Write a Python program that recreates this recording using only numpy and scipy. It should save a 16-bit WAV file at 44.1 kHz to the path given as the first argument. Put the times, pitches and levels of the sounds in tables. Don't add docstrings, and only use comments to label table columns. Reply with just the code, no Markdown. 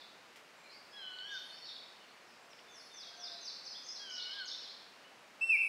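import sys
import numpy as np
from scipy import signal
from scipy.fft import rfft, irfft
from scipy.io import wavfile
from scipy.ndimage import uniform_filter1d

SR = 44100
rng = np.random.default_rng(int(sys.argv[2]) if len(sys.argv) > 2 else 0)


def digitize_waveform(pressure):
    field = np.atleast_2d(pressure).T
    bounded = np.clip(field, -1, 1)
    quanta = np.round(bounded * 32767).astype(np.int16)
    wavfile.write(sys.argv[1], SR, quanta)


N = 250488
TIME = np.arange(N) / SR
PROGRESS = np.linspace(0, 1, 41)


def from_db(db):
    return 10 ** (np.asarray(db) / 20)


def rms_one(x):
    return x / np.sqrt(np.mean(x ** 2) + 1e-20)


def waver(size=120):
    return rms_one(uniform_filter1d(uniform_filter1d(rng.standard_normal(N), size), size))


def sweep(start, length, from_hz, to_hz, db, bend=1, peak=1, swell_db=4, fade_db=4):
    hz = from_hz + (to_hz - from_hz) * PROGRESS ** bend
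    level = db - np.interp(PROGRESS, [0, np.clip(peak, .01, .99), 1], [swell_db, 0, fade_db])
    return np.transpose([start + length * PROGRESS, hz, level])


def swoop(start, length, from_hz, dip_hz, to_hz, db, bend=1.5, dip_share=.47):
    dive = np.clip(1 - PROGRESS / dip_share, 0, 1) ** bend
    climb = np.sin(np.pi / 2 * np.clip((PROGRESS - dip_share) / (1 - dip_share), 0, 1))
    hz = dip_hz + (from_hz - dip_hz) * dive + (to_hz - dip_hz) * climb
    return np.transpose([start + length * PROGRESS, hz, np.full(len(hz), db)])


def voiced(note):
    # f/Hz, gain/dB
    strength = [(3000, -7), (3700, -4), (4600, -1.5), (5300, -1), (6000, -6.5), (6800, -8.5)]
    times, hz, db = np.transpose(note)
    return np.transpose([times, hz, db + np.interp(hz, *np.transpose(strength))])


def glide(note, unsteady, edge_s):
    times, hz, *levels = np.transpose(note)
    at = np.flatnonzero((TIME > times[0] - edge_s / 2) & (TIME < times[-1] + edge_s / 2))
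    t = TIME[at]
    pitch = uniform_filter1d(np.interp(t, times, hz), 300, mode="nearest")
    phase = 2 * np.pi * np.cumsum(pitch * (1 + unsteady[at])) / SR
    inside_s = np.minimum(t - times[0], times[-1] - t)
    gate = np.sin(np.pi / 2 * np.clip(inside_s / edge_s + .5, 0, 1)) ** 2
    return at, phase, [np.sqrt(2) * gate * from_db(np.interp(t, times, db)) for db in levels]


def whistles(notes, jitter, edge_s, flutter_db=0):
    out, unsteady = np.zeros(N), jitter * waver()
    for note in notes:
        at, phase, (level,) = glide(note, unsteady, edge_s)
        out[at] += level * np.sin(phase)
    return out * from_db(flutter_db * waver(200))


def forest(x, direct_db, scatter_db, t60, build_s):
    t = TIME[:2 * SR]
    thickening = 1 - np.exp(-(t / build_s) ** 2)
    echoes = rng.standard_normal(len(t)) * thickening * from_db(-60 * t / t60)
    tail = signal.fftconvolve(x, echoes / np.sqrt(np.sum(echoes ** 2)))[:N]
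    return from_db(direct_db) * x + from_db(scatter_db) * tail


def air(level_db=-59):
    # f/Hz, relative level/dB
    spectrum = [(15, -66), (25, -38.5), (204, -9), (260, -8.5), (297, -8.5), (340, -7.5), (598, -4.5),
                (648, -4.5), (1530, -6), (2230, -7.5), (2420, -7.5), (2700, -9), (3440, -13.5),
                (4750, -14.5), (15500, -35.5)]
    hz, db = np.transpose(spectrum)
    bin_hz = np.maximum(np.arange(N // 2 + 1) * SR / N, 1)
    colour = from_db(np.interp(np.log(bin_hz), np.log(hz), db))
    return from_db(level_db) * rms_one(irfft(rfft(rng.standard_normal(N)) * colour, N))


def rasps(end_hz=3336, lead_s=.1):
    # t/s, length/s, starting f/Hz, level/dB
    strokes = [(-.045, .04, 5410, -46), (1.303, 0.049, 6540, -40.5), (1.628, .042, 5550, -38.5),
               (1.689, 0.052, 5210, -44.5), (4.136, 0.042, 5190, -36.5), (4.303, 0.031, 5420, -40),
               (4.453, .045, 5305, -33.5)]
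    notes = [voiced(sweep(start + lead_s, length, hz, end_hz, db, bend=.9, swell_db=10))
             for start, length, hz, db in strokes]
    chatter = whistles(notes, jitter=.03, edge_s=.012, flutter_db=2)
    hidden = forest(chatter, direct_db=-18, scatter_db=0, t60=.85, build_s=.012)
    lead = int(lead_s * SR)
    return np.pad(hidden[lead:], (0, lead))


def twig(start_s=.359, decay_s=.031):
    burst = rng.standard_normal(N) * (TIME > start_s) * np.exp(-np.abs(TIME - start_s) / decay_s)
    band = signal.butter(1, [1500, 3400], "band", fs=SR, output="sos")
    return from_db(-47) * signal.sosfilt(band, burst)


def far_birds():
    # t/s, length/s, from f/Hz, to f/Hz, level/dB
    notes = [(0.634, 0.086, 4130, 4130, -63.5), (.695, 0.037, 4220, 5400, -58),
             (0.725, 0.035, 4350, 4900, -55.5), (0.548, 0.24, 2480, 2135, -65),
             (0.912, .045, 5090, 5090, -56.5), (0.966, 0.1, 4020, 4080, -55.5),
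             (1.103, 0.15, 4370, 4420, -57.5), (1.22, 0.11, 5400, 5800, -64), (1.27, .05, 4600, 4800, -63),
             (1.285, 0.1188, 3564, 3636, -47.5), (1.491, 0.067, 4160, 4660, -52.5),
             (1.523, 0.071, 4950, 5570, -57), (1.619, 0.028, 4330, 4520, -46.5),
             (1.95, 0.1, 3190, 2780, -64.5), (2.076, 0.046, 4000, 4600, -64.5),
             (2.262, .07, 5660, 4750, -67), (2.503, 0.036, 5870, 4920, -59),
             (2.568, 0.028, 4420, 4650, -65), (2.675, 0.066, 3570, 3484, -58.5),
             (2.901, .09, 3696, 3420, -56), (3.022, 0.095, 3360, 3270, -58), (3.12, .18, 1577, 1553, -65.5),
             (3.196, .08, 3300, 3780, -54.5), (3.31, 0.095, 3816, 4120, -53),
             (3.705, .025, 5330, 4900, -43), (3.694, .04, 5970, 5860, -58), (3.832, 0.027, 6420, 6130, -55),
             (4.07, 0.27, 2330, 2180, -63.5), (4.392, 0.026, 4300, 4410, -44.5),
             (4.92, .16, 2740, 3004, -67)]
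    chorus = whistles([sweep(*row) for row in notes], jitter=.009, edge_s=.012)
    return forest(chorus, direct_db=-4, scatter_db=-.5, t60=1, build_s=.005)


def thin_birds():
    # t/s, length/s, from f/Hz, to f/Hz, level/dB
    notes = [(.56, 0.067, 7600, 7550, -72), (1.11, 0.097, 7560, 7430, -74), (1.26, 0.15, 12550, 11900, -79),
             (1.42, .08, 11800, 8500, -70), (2.39, .06, 7400, 7500, -75), (2.75, .04, 9650, 10600, -70),
             (2.79, 0.11, 10700, 10800, -74)]
    voices = whistles([sweep(*row) for row in notes], jitter=.0072, edge_s=.02, flutter_db=-1.5)
    return forest(voices, direct_db=-5, scatter_db=-3.5, t60=.71, build_s=.013)


def slurring_bird(jitter=.0042, flutter_db=-.5):
    # t/s into the call, f/Hz, fundamental level/dB, octave level/dB
    contour = [(0, 1662, -65, -56), (.04, 1662, -61, -51.5), (.11, 1514, -59, -46),
               (0.206, 1471, -59.5, -50.5), (.283, 1492, -58.5, -46.5), (.35, 1652, -59, -52),
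               (.395, 1632, -47, -59), (.43, 1510, -46, -47.5), (.455, 1436, -57, -69)]
    # t/s, pitch factor, gain/dB
    calls = [(.93, 1.006, 0.5), (3.992, .988, -.5)]
    low, high, unsteady = np.zeros(N), np.zeros(N), jitter * waver()
    for start, factor, gain_db in calls:
        call = [(start + t, factor * hz, low_db + gain_db, high_db + gain_db)
                for t, hz, low_db, high_db in contour]
        at, phase, (fundamental, octave) = glide(call, unsteady, edge_s=.02)
        low[at] += fundamental * np.sin(phase)
        high[at] += octave * np.sin(2 * phase) * from_db(flutter_db * waver(200)[at])
    low = forest(low, direct_db=0, scatter_db=-7.5, t60=.8, build_s=.015)
    return low + forest(high, direct_db=-4, scatter_db=-1.7, t60=.9, build_s=.016)


def chips():
    # t/s, length/s, from f/Hz, to f/Hz, level/dB
    notes = [(1.186, 0.0036, 4900, 2920, -50), (2.531, 0.006, 4340, 1700, -60),
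             (2.59, 0.0065, 4200, 1600, -59)]
    out = np.zeros(N)
    for start, length, from_hz, to_hz, db in notes:
        progress = np.clip((TIME - start) / length, 0, 1)
        phase = 2 * np.pi * np.cumsum(from_hz + (to_hz - from_hz) * progress) / SR
        out += from_db(db) * np.sin(np.pi * progress) * np.sin(phase)
    return forest(out, direct_db=8.5, scatter_db=1, t60=.23, build_s=.013)


def songster(flick_end_hz=4100, flick_hz_per_s=65000):
    # t/s, length/s, from f/Hz, to f/Hz, level/dB
    falls = [(2.692, .125, 6520, 4330, -51.5), (2.935, 0.11, 6220, 3475, -47.5),
             (3.168, .12, 6250, 3460, -44.5), (3.409, 0.1, 6340, 3485, -43)]
    # t/s, starting f/Hz, level/dB
    flicks = [(2.862, 4900, -54.5), (3.066, 4985, -45.5), (3.314, 5030, -48), (3.543, 5200, -43),
              (3.652, 6170, -41)]
    # t/s, length/s, from f/Hz, dip f/Hz, to f/Hz, level/dB
    warble = [(3.724, 0.048, 5350, 3085, 3615, -47.5), (3.863, 0.075, 6730, 4980, 5800, -45.5),
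              (3.949, 0.058, 5690, 3800, 4860, -46.5), (4.097, 0.073, 6750, 4930, 5700, -44.5),
              (4.178, 0.056, 5600, 3450, 4430, -43.5), (4.311, .097, 5700, 3160, 4400, -46),
              (4.455, 0.094, 6700, 5120, 5650, -46), (4.628, 0.1, 5520, 3086, 4500, -49)]
    notes = [sweep(*row, bend=1.6, peak=.59, swell_db=8.5, fade_db=2) for row in falls]
    notes += [sweep(start, (hz - flick_end_hz) / flick_hz_per_s, hz, flick_end_hz, db)
              for start, hz, db in flicks]
    notes += [swoop(*row) for row in warble]
    song = whistles([voiced(note) for note in notes], jitter=.012, edge_s=.008, flutter_db=3)
    return forest(song, direct_db=-3, scatter_db=-1, t60=.9, build_s=.009)


def dove():
    # t/s, f/Hz, level/dB
    contour = [(3.07, 689.4, -62), (3.2, 712, -58), (3.38, 676, -60)]
    coo = whistles([contour], jitter=.0039, edge_s=.06)
    return forest(coo, direct_db=-5.5, scatter_db=-6, t60=.81, build_s=.017)


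def trunk_bounce(x, delay_s=.03, db=-13):
    echo = from_db(db) * np.interp(TIME - delay_s, TIME, x, left=0)
    return (x + echo) / np.hypot(1, from_db(db))


def near_bird(jitter=.00053, shimmer_db=3):
    # t/s, f/Hz, level/dB
    call = [
        [(5.411, 2620, -38), (5.418, 2645, -30), (5.442, 2700, -27), (5.468, 2725, -45), (5.484, 2720, -42),
         (5.498, 2685, -23), (5.52, 2555, -25.5), (5.54, 2410, -24), (5.559, 2270, -25), (5.574, 2110, -46)],
        [(5.57, 2770, -44), (5.61, 2675, -29), (5.64, 2590, -33), (5.68, 2540, -42)],
    ]
    # f/Hz, level/dB
    resonances = [(4300, -78), (5300, -61.5), (6800, -93), (8000, -65), (8700, -85), (9600, -61),
                  (10800, -68), (11800, -90), (13400, -78)]
    tilts = [-1.5, 3.5]
    tone, sheen, unsteady = np.zeros(N), np.zeros(N), jitter * waver()
    for note, tilt_db in zip(call, tilts):
        points = [(*point, 0) for point in note]
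        at, phase, (fundamental, gate) = glide(points, unsteady, edge_s=.0073)
        tone[at] += fundamental * np.sin(phase)
        pitch = np.gradient(phase) * SR / (2 * np.pi)
        for k in range(2, 6):
            db = np.interp(k * pitch, *np.transpose(resonances)) + tilt_db * (k - 4)
            sheen[at] += gate * from_db(db + shimmer_db * waver(300)[at]) * np.sin(k * phase)
    tone = forest(trunk_bounce(tone), direct_db=-2.5, scatter_db=-7, t60=.9, build_s=.06)
    return tone + forest(sheen, direct_db=-2, scatter_db=-1.5, t60=.45, build_s=.014)


def scene():
    mono = (air() + rasps() + twig() + far_birds() + thin_birds() + slurring_bird()
            + chips() + songster() + dove() + near_bird())
    return np.stack([mono, mono])


def record(dry, cutoff_hz=15700):
    return signal.sosfilt(signal.ellip(12, .1, 80, cutoff_hz, fs=SR, output="sos"), dry)


dry = scene()
out = record(dry)
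digitize_waveform(out)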